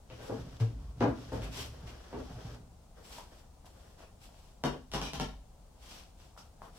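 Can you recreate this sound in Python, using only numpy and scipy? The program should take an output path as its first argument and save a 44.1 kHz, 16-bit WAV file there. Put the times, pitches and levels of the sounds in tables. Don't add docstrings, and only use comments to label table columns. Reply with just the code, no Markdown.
import sys
import numpy as np
from scipy import signal
from scipy.fft import rfft, irfft
from scipy.io import wavfile
from scipy.ndimage import uniform_filter1d

SR = 44100
rng = np.random.default_rng(int(sys.argv[2]) if len(sys.argv) > 2 else 0)


def store_wav(level_fs):
    pcm = np.round(np.clip(np.atleast_2d(level_fs), -1, 1) * 32767)
    wavfile.write(sys.argv[1], SR, pcm.T.astype(np.int16))


def boost_factor(decibels):
    exponent = np.asarray(decibels, float) / 20
    return 10 ** exponent


N = 298998
TIME = np.arange(N) / SR

# f/Hz, width/Hz, level/dB
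CHEST_PANELS = [(214.7, 39, 3.5), (263, 32, 7.5), (324, 42, 1), (447, 61, 3), (522, 85, -6),
                (634, 64, -0.5), (780, 67, -7), (886, 174, -5.5), (978, 41, -8.5), (1250, 314, -19),
                (1600, 95, -11.5), (1760, 1800, -32)]
# f/Hz, width/Hz, level/dB
DRAWER_PANELS = [(254.3, 24, 12), (343, 33, -0.5), (447, 68, 2), (540, 130, -12.5), (672, 140, -2),
                 (815, 99, -2.5), (964, 125, -2), (1238, 580, -19), (1440, 300, -7.5), (1760, 340, -9)]
# f/Hz, width/Hz, level/dB
EDGE_MODES = [(2360, 430, 14.5), (3130, 300, 21.5), (3270, 1200, 17.5), (4230, 2100, 12.5), (5440, 850, -7),
              (5570, 380, 19.5), (7350, 1200, -2), (10600, 9900, -18)]
# f/Hz, width/Hz, level/dB
RUNNER_MODES = [(2180, 940, 6), (2680, 1100, 29), (4100, 890, -61.5), (6050, 490, 21), (7260, 1200, -57)]
# f/Hz, width/Hz, level/dB
CHEST_CAVITY = [(112.75, 8.7, -1.5), (166, 46, -13)]
# f/Hz, width/Hz, level/dB
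DRAWER_CAVITY = [(145.8, 6.5, 4), (196, 6.1, 0)]
# t/s, length/s, carcass rumble level/dB, cavity boom level/dB, grit level/dB
TUGS = [(0.086, 0.2, -65, -57.5, -60.5), (0.261, 0.16, -47.5, -46, -58.5), (.42, .15, -59, -53.5, -62.5),
        (0.64, 0.16, -44.5, -53, -73), (0.766, 0.14, -44, -56.5, -70.5), (0.968, 0.13, -46, -38, -63.5),
        (1.126, 0.17, -61, -55, -58.5), (1.29, .17, -40.5, -45, -57), (1.547, 0.31, -49.5, -51.5, -63.5),
        (1.784, 0.43, -54, -68, -62.5), (2.136, 0.23, -48.5, -47, -60.5), (2.355, 0.19, -52, -47.5, -58),
        (2.67, 0.052, -51, -67, -91), (2.8, .06, -55, -77, -82)]
TUG_RISE = 0.28


def along(table, hz):
    f, v = np.transpose(table)
    return np.interp(np.log(np.maximum(hz, 1)), np.log(f), v)


def unit(x):
    return x / np.sqrt(np.mean(x ** 2))


def colour(x, spectrum):
    size = x.shape[-1]
    gain = boost_factor(along(spectrum, np.fft.rfftfreq(size, 1 / SR)))
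    return unit(irfft(rfft(x) * gain, size))


def ring(force, modes):
    total = 0
    for k, (hz, width, db) in enumerate(modes):
        b, a = signal.iirpeak(hz, hz / width, fs=SR)
        total = total + (-1) ** k * boost_factor(db) * signal.lfilter(b, a, force)
    return total


def body(modes, bins, low_hz, top_hz):
    hz, width, db = np.transpose(modes)[:, :, None]
    detuning = (bins ** 2 - hz ** 2) / (width * (bins + 1))
    power = np.sum(boost_factor(2 * db) / (1 + detuning ** 2), axis=0)
    power = power / (1 + (bins / top_hz) ** 6) / (1 + (low_hz / (bins + 1)) ** 6)
    fold = irfft(np.log(power + 1e-12))
    fold[len(bins) - 1:] = 0
    fold[0] /= 2
    return np.exp(rfft(fold))


def pair(size):
    # f/Hz, correlation
    likeness = [(60, 1), (200, 0.9), (500, 0.37), (1000, 0.52), (2000, 0.017), (16000, 0.036)]
    like = np.clip(along(likeness, np.fft.rfftfreq(size, 1 / SR)), -.9, 1)
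    weights = np.sqrt([(1 + like) / 2, (1 - like) / 2])
    mid, side = rfft(rng.standard_normal((2, size))) * weights
    return irfft(np.array([mid + side, mid - side]), size)


def walk(rate):
    k = int(SR / rate)
    held = np.repeat(rng.standard_normal(N // k + 1), k)
    return uniform_filter1d(uniform_filter1d(held, k), k)[:N]


def grains(size, rate, spread_db):
    hit, strength, sign = rng.random((3, size))
    level = boost_factor(-spread_db * np.log(strength + 1e-6))
    return (hit < rate / SR) * level * np.sign(sign - .5)


def steady(x, seconds):
    k = int(seconds * SR)
    power = uniform_filter1d(uniform_filter1d(x ** 2, k), k)
    return x / np.sqrt(power + 1e-12)


def even(spectrum, hz):
    mid, side = spectrum.mean(0), spectrum[0] - spectrum[1]
    total = np.cumsum(abs(mid) ** 2 + abs(side) ** 2 / 4)
    low, high = hz * .88 - 15, hz * 1.12 + 15
    power = (np.interp(high, hz, total) - np.interp(low, hz, total)) / (high - low)
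    return spectrum / np.sqrt(power + 1e-12)


def effort(table, rise, t60):
    grid = np.arange(0, TIME[-1] + .002, .002)
    start, length = np.transpose(table)[:2, :, None]
    since = grid - start
    attack = np.clip(1 - since / (np.clip(rise, .05, 1) * length), 0, None)
    decay = np.clip(since - length, 0, None) / np.reshape(t60, (-1, 1))
    onset_db = -13.5
    shape = boost_factor(onset_db * attack - 60 * decay) * (attack < 2)

    def level(db):
        return np.interp(TIME, grid, np.sqrt(boost_factor(2 * np.atleast_1d(db)) @ shape ** 2))
    return level


def garage():
    # f/Hz, t60/s
    room_t60 = [(60, 0.27), (160, 0.42), (420, 0.31), (1100, 0.28), (2900, 0.37), (7700, 0.28),
                (16000, 0.29)]
    t = np.arange(SR * 2 // 5) / SR
    noise, hz = rfft(pair(2 * SR)), np.fft.rfftfreq(2 * SR, 1 / SR)
    octave = np.log2(np.maximum(hz, 30) / 30)
    bands = np.array([irfft(noise * np.clip(1 - abs(octave - k), 0, 1)) for k in range(11)])
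    fades = np.array([boost_factor(-60 * t / along(room_t60, 30 * 2 ** k)) for k in range(11)])
    fades = fades * (1 - np.exp(-(t / .007) ** 2))
    direct = np.arange(len(t)) == np.array([[4], [0]])
    direct_db = -5.5

    def spot(near_db=0):
        start = rng.integers(SR)
        tail = np.einsum("bct,bt->ct", bands[:, :, start:start + len(t)], fades)
        return tail / np.sqrt(np.sum(tail ** 2) / 2) + boost_factor(direct_db + near_db) * direct
    return spot


def hum():
    # f/Hz, level/dB per Hz
    hum_spectrum = [(12, -43), (20, -5), (65, -3), (133, -16.5), (172, -14), (220, -19), (364, -26.5),
                    (482, -24), (732, -22.5), (1840, -40.5), (4750, -39), (6830, -39), (9540, -40.5),
                    (11300, -48.5), (15800, -46.5)]
    air = colour(pair(N), hum_spectrum)
    bass = signal.sosfilt(signal.butter(2, 150, fs=SR, output="sos"), air)
    swell = np.sqrt(uniform_filter1d(bass.mean(0) ** 2, SR // 6) / np.mean(bass ** 2))
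    return boost_factor(-56) * (air + bass * (swell ** -.7 - 1))


def grit():
    # t/s, length/s, hiss level/dB, finest sand and dull rub level/dB above hiss
    scuffs = [(0.202, 0.076, -58.5, -5.5, 5), (0.596, 0.014, -51, -11.5, -2), (1.001, 0.017, -48.5, -20, 0),
              (1.315, 0.034, -55.5, -8.5, 3), (1.417, 0.028, -57, -4, 7), (1.508, .06, -49.5, -9.5, -20),
              (1.545, 0.073, -44, -8.5, -26), (1.861, 0.032, -57.5, -10, 2.5), (2.948, .08, -67.5, -9, 5.5),
              (3.022, 0.094, -58.5, -4.5, -13), (3.096, 0.092, -51.5, -7.5, -5.5),
              (3.288, 0.11, -64.5, -6.5, 2), (3.649, 0.028, -64, -4, 0.5), (3.698, 0.22, -68, -6, 2.5),
              (3.968, 0.064, -63, -9, 5.5), (4.201, 0.055, -60, -5.5, -18), (4.282, 0.21, -67.5, -7, -10),
              (5.792, 0.15, -57.5, -8, -21), (5.867, .13, -54, -9.5, -15), (6.172, 0.078, -63.5, -8, -9),
              (6.372, 0.018, -58, -7, -20), (6.611, 0.048, -63, -6, 5), (6.736, .1, -60, -6, -1)]
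    # f/Hz, level/dB per Hz
    sand_spectrum = [(1060, -1), (1800, -6), (3280, 0), (3820, -3.5), (5760, -2), (6780, -11.5),
                     (7630, -6.5), (8500, -11), (13900, -16), (15800, -22.5)]
    # f/Hz, level/dB per Hz
    rub_spectrum = [(120, -17), (220, 0), (300, -3), (500, 2.5), (900, -7.5), (1300, -7), (1900, -10.5),
                    (2600, -40)]
    crush = grains(N, 10000, 2.4) * boost_factor(2.5 * walk(90))
    density = np.sqrt(uniform_filter1d(crush ** 2, 60) + 0.81)
    sand = colour(pair(N) * density, sand_spectrum)
    hiss = colour(sand, [(7000, 0), (7600, -30)])
    fine = colour(sand, [(6500, -30), (7100, 0)])
    dull = colour(pair(N) * boost_factor(3.6 * walk(60)), rub_spectrum)

    scuff = effort(scuffs, rise=0.34, t60=0.36)
    db, fine_db, dull_db = np.transpose(scuffs)[2:]
    runner = effort(TUGS, TUG_RISE, t60=.25)(np.transpose(TUGS)[4])
    layers = hiss * np.hypot(scuff(db), runner)
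    layers = layers + fine * np.hypot(scuff(db + fine_db), runner * boost_factor(-13))
    layers = layers + dull * np.hypot(scuff(db + dull_db), runner * boost_factor(2.5))
    return layers * boost_factor(np.array([[1.6], [-1.6]]) / 2)


def squeaks():
    # t/s, length/s, level/dB, f/Hz, width/Hz
    tones = [(0.793, 0.12, -69, 1100, 70), (1.8, 0.079, -65, 860, 63), (2.25, .22, -61, 800, 56),
             (2.3, .085, -59, 720, 58), (1.52, .12, -55, 2900, 900), (5.03, 0.066, -52, 2420, 90),
             (5.015, .075, -57, 5880, 200), (0.28, 0.076, -42.5, 464, 58), (1.015, 0.076, -39, 640, 120),
             (2.14, 0.072, -46, 440, 80), (4.95, 0.077, -46, 1000, 290), (5.2, 0.041, -50, 3200, 180),
             (6.38, .03, -61.5, 5400, 900), (0.64, .15, -55.5, 263, 50), (4.69, 0.082, -47.5, 450, 250),
             (4.0, .07, -68, 2600, 200)]
    slips, out = pair(N) * boost_factor(2.6 * walk(70)), np.zeros((2, N))
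    for s, length, db, hz, width in tones:
        span = slice(max(int(s * SR) - SR // 5, 0), int(s * SR) + SR // 2)
        narrow = ring(slips[:, span], [(hz, width, 0)])
        rung = unit(ring(narrow, [(hz, 2 * width, 0)]))
        out[:, span] += rung * effort([(s, length)], rise=0.22, t60=.15)(db)[span]
    return out


def thud():
    # t/s, length/s, level/dB, t60/s
    shudders = [
        (4.62, 0.096, -44, .15),
        (4.89, 0.16, -43.5, 0.27),
        (5.15, .09, -43, 1.1),
    ]
    # f/Hz, width/Hz, level/dB
    slab = [(50.2, 18, 0)]
    db, t60 = np.transpose(shudders)[2:]
    shake = ring(ring(rng.standard_normal(N), slab), slab)
    return steady(shake, 0.014) * effort(shudders, 0.36, t60)(db)


def drag(room):
    # t/s, length/s
    pushes = [
        (5.03, .18),
    ]
    slips = grains(N, 2500, 4.0) * boost_factor(6.7 * walk(60))
    edges = unit(ring(slips, EDGE_MODES)) * boost_factor(-61)
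    panels = unit(ring(slips, DRAWER_PANELS)) * boost_factor(-57)
    dry_drag = effort(pushes, rise=0.49, t60=.05)(0) * (edges + panels)
    return signal.fftconvolve(dry_drag[None], room, axes=1)[:, :N]


def knocks(table, panels, boom, edge, spot, blow, swell, own_db, own_q, push_s, top_hz, crack_hz, cycles):
    size = 2 ** 15
    out, t, bins = np.zeros((2, N + SR)), np.arange(size) / SR, np.fft.rfftfreq(size, 1 / SR)
    for s, wood_db, boom_db, crack_db, hz in table:
        chatter = max(cycles / hz, .002)
        room = rfft(spot(), size)
        first = blow * boost_factor(min(crack_db - wood_db + 28, 0))
        slips = grains(size, 2500, 1.7) * np.exp(-(t / chatter) ** 2)
        slow_force = slips * (1 + swell * t / chatter) + first * (t == 0)
        quick_force = slips * np.exp(-t / chatter) + first * (t == 0)
        slow = even(rfft(slow_force) * room, bins)
        quick = even(rfft(quick_force) * room, bins)

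        tilt = .07 * (crack_db - wood_db + 25)
        modes = [(f, width, db + tilt * np.log2(f / 500)) for f, width, db in panels]
        modes = modes + [(hz, hz / own_q, own_db)]
        touched = np.array(edge) * (1 + [.04, .2, 0] * rng.uniform(-1, 1, (len(edge), 3)))
        wood = irfft(slow * body(modes, bins, 165, top_hz))[:, :SR // 2]
        crack = irfft(quick * body(touched, bins, 910, crack_hz))[:, :SR // 2]
        push = np.exp(-(t / (push_s + chatter / 2)) ** 2) * np.sin(2 * np.pi * boom[0][0] * t)
        hollow = ring(push, boom)[None]

        start = int(s * SR)
        for heard, db in (wood, wood_db), (hollow, boom_db + 6), (crack, crack_db):
            loudest = np.sqrt(uniform_filter1d(heard.mean(0) ** 2, SR // 50).max())
            out[:, start:start + heard.shape[1]] += heard * boost_factor(db - 6.5) / loudest
    return out[:, :N]


def taps(spot):
    # t/s, panel peak level/dB, boom level/dB, crack level/dB, strongest panel f/Hz
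    touches = [(2.863, -82, -80, -85, 624), (3.108, -52.5, -67, -81, 890), (3.183, -41, -82, -85, 945),
               (3.645, -53.5, -80, -92, 664), (4.005, -49.5, -80, -73, 666), (4.291, -53.5, -78, -83, 724),
               (4.344, -58, -71, -68, 689), (6.201, -69, -73, -66, 730), (6.365, -54, -86, -83, 1050),
               (6.376, -47, -78, -88, 1300), (6.619, -41, -71, -70, 1080)]
    return knocks(touches, DRAWER_PANELS[3:], DRAWER_CAVITY, RUNNER_MODES, lambda: spot(near_db=4.5),
                  blow=13.0, swell=.1, own_db=2.8, own_q=5.9, push_s=0.0054,
                  top_hz=1270, crack_hz=8100, cycles=4.9)


def drops(spot):
    # t/s, panel peak level/dB, boom level/dB, crack level/dB, contact's own panel f/Hz
    corners = [
        (4.638, -24, -34, -37.5, 422),
        (4.917, -47.5, -75, -46, 318),
        (4.937, -29.5, -39.5, -36, 317),
        (5.016, -35, -41, -39, 665),
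        (5.053, -41, -47, -42.5, 330),
        (5.134, -37, -45, -41, 778),
        (5.199, -29.5, -37.5, -37.5, 780),
    ]
    return knocks(corners, DRAWER_PANELS, DRAWER_CAVITY, EDGE_MODES, spot,
                  blow=4.0, swell=0.51, own_db=0, own_q=10.0, push_s=0.002,
                  top_hz=1410, crack_hz=12500, cycles=4.2)


def slide(room):
    # f/Hz, width/Hz, level/dB
    carcass = [(51.3, 5.9, -7.5), (72.6, 9, -9)]
    rumble_db, boom_db = np.transpose(TUGS)[2:4]
    pull = effort(TUGS, TUG_RISE, t60=0.54)
    slips = grains(N, 400, 5.7)
    rumble = steady(ring(ring(slips, carcass), carcass), 0.21) * pull(rumble_db)
    boom = steady(ring(ring(slips, CHEST_CAVITY), [(117, 200, 0)]), 0.12) * pull(boom_db)
    panels = steady(ring(slips, CHEST_PANELS), 0.047) * pull(boom_db - 11)
    return rumble + boom + signal.fftconvolve(panels[None], room, axes=1)[:, :N]


def jerks(spot):
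    # t/s, panel peak level/dB, boom level/dB, crack level/dB, strongest panel f/Hz
    jumps = [(0.101, -46.5, -53, -53.5, 520), (0.205, -49, -58, -57, 414), (0.294, -32, -43, -75, 447),
             (0.602, -36, -24, -52.5, 457), (1.008, -18.5, -33, -44, 257), (1.32, -31, -37.5, -62, 520),
             (1.42, -46, -45, -48, 271), (1.58, -45.5, -48, -74, 410), (1.876, -53, -67, -53.5, 340),
             (2.129, -35, -73, -58, 432), (2.165, -37, -66, -70, 256)]
    return knocks(jumps, CHEST_PANELS, CHEST_CAVITY, RUNNER_MODES, spot,
                  blow=5.3, swell=0.65, own_db=8.3, own_q=15, push_s=0.016,
                  top_hz=1620, crack_hz=5500, cycles=9.5)


def scene():
    spot = garage()
    echoing = hum() + drag(spot()) + taps(spot) + drops(spot) + jerks(spot)
    echoing = echoing * boost_factor(np.array([[0.96], [-0.96]]))
    return echoing + grit() + squeaks() + thud() + slide(spot())


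def low_pass(x):
    return signal.sosfilt(signal.butter(12, 15920, fs=SR, output="sos"), x)


def record(dry):
    return low_pass(dry)


dry = scene()
out = record(dry)
store_wav(out)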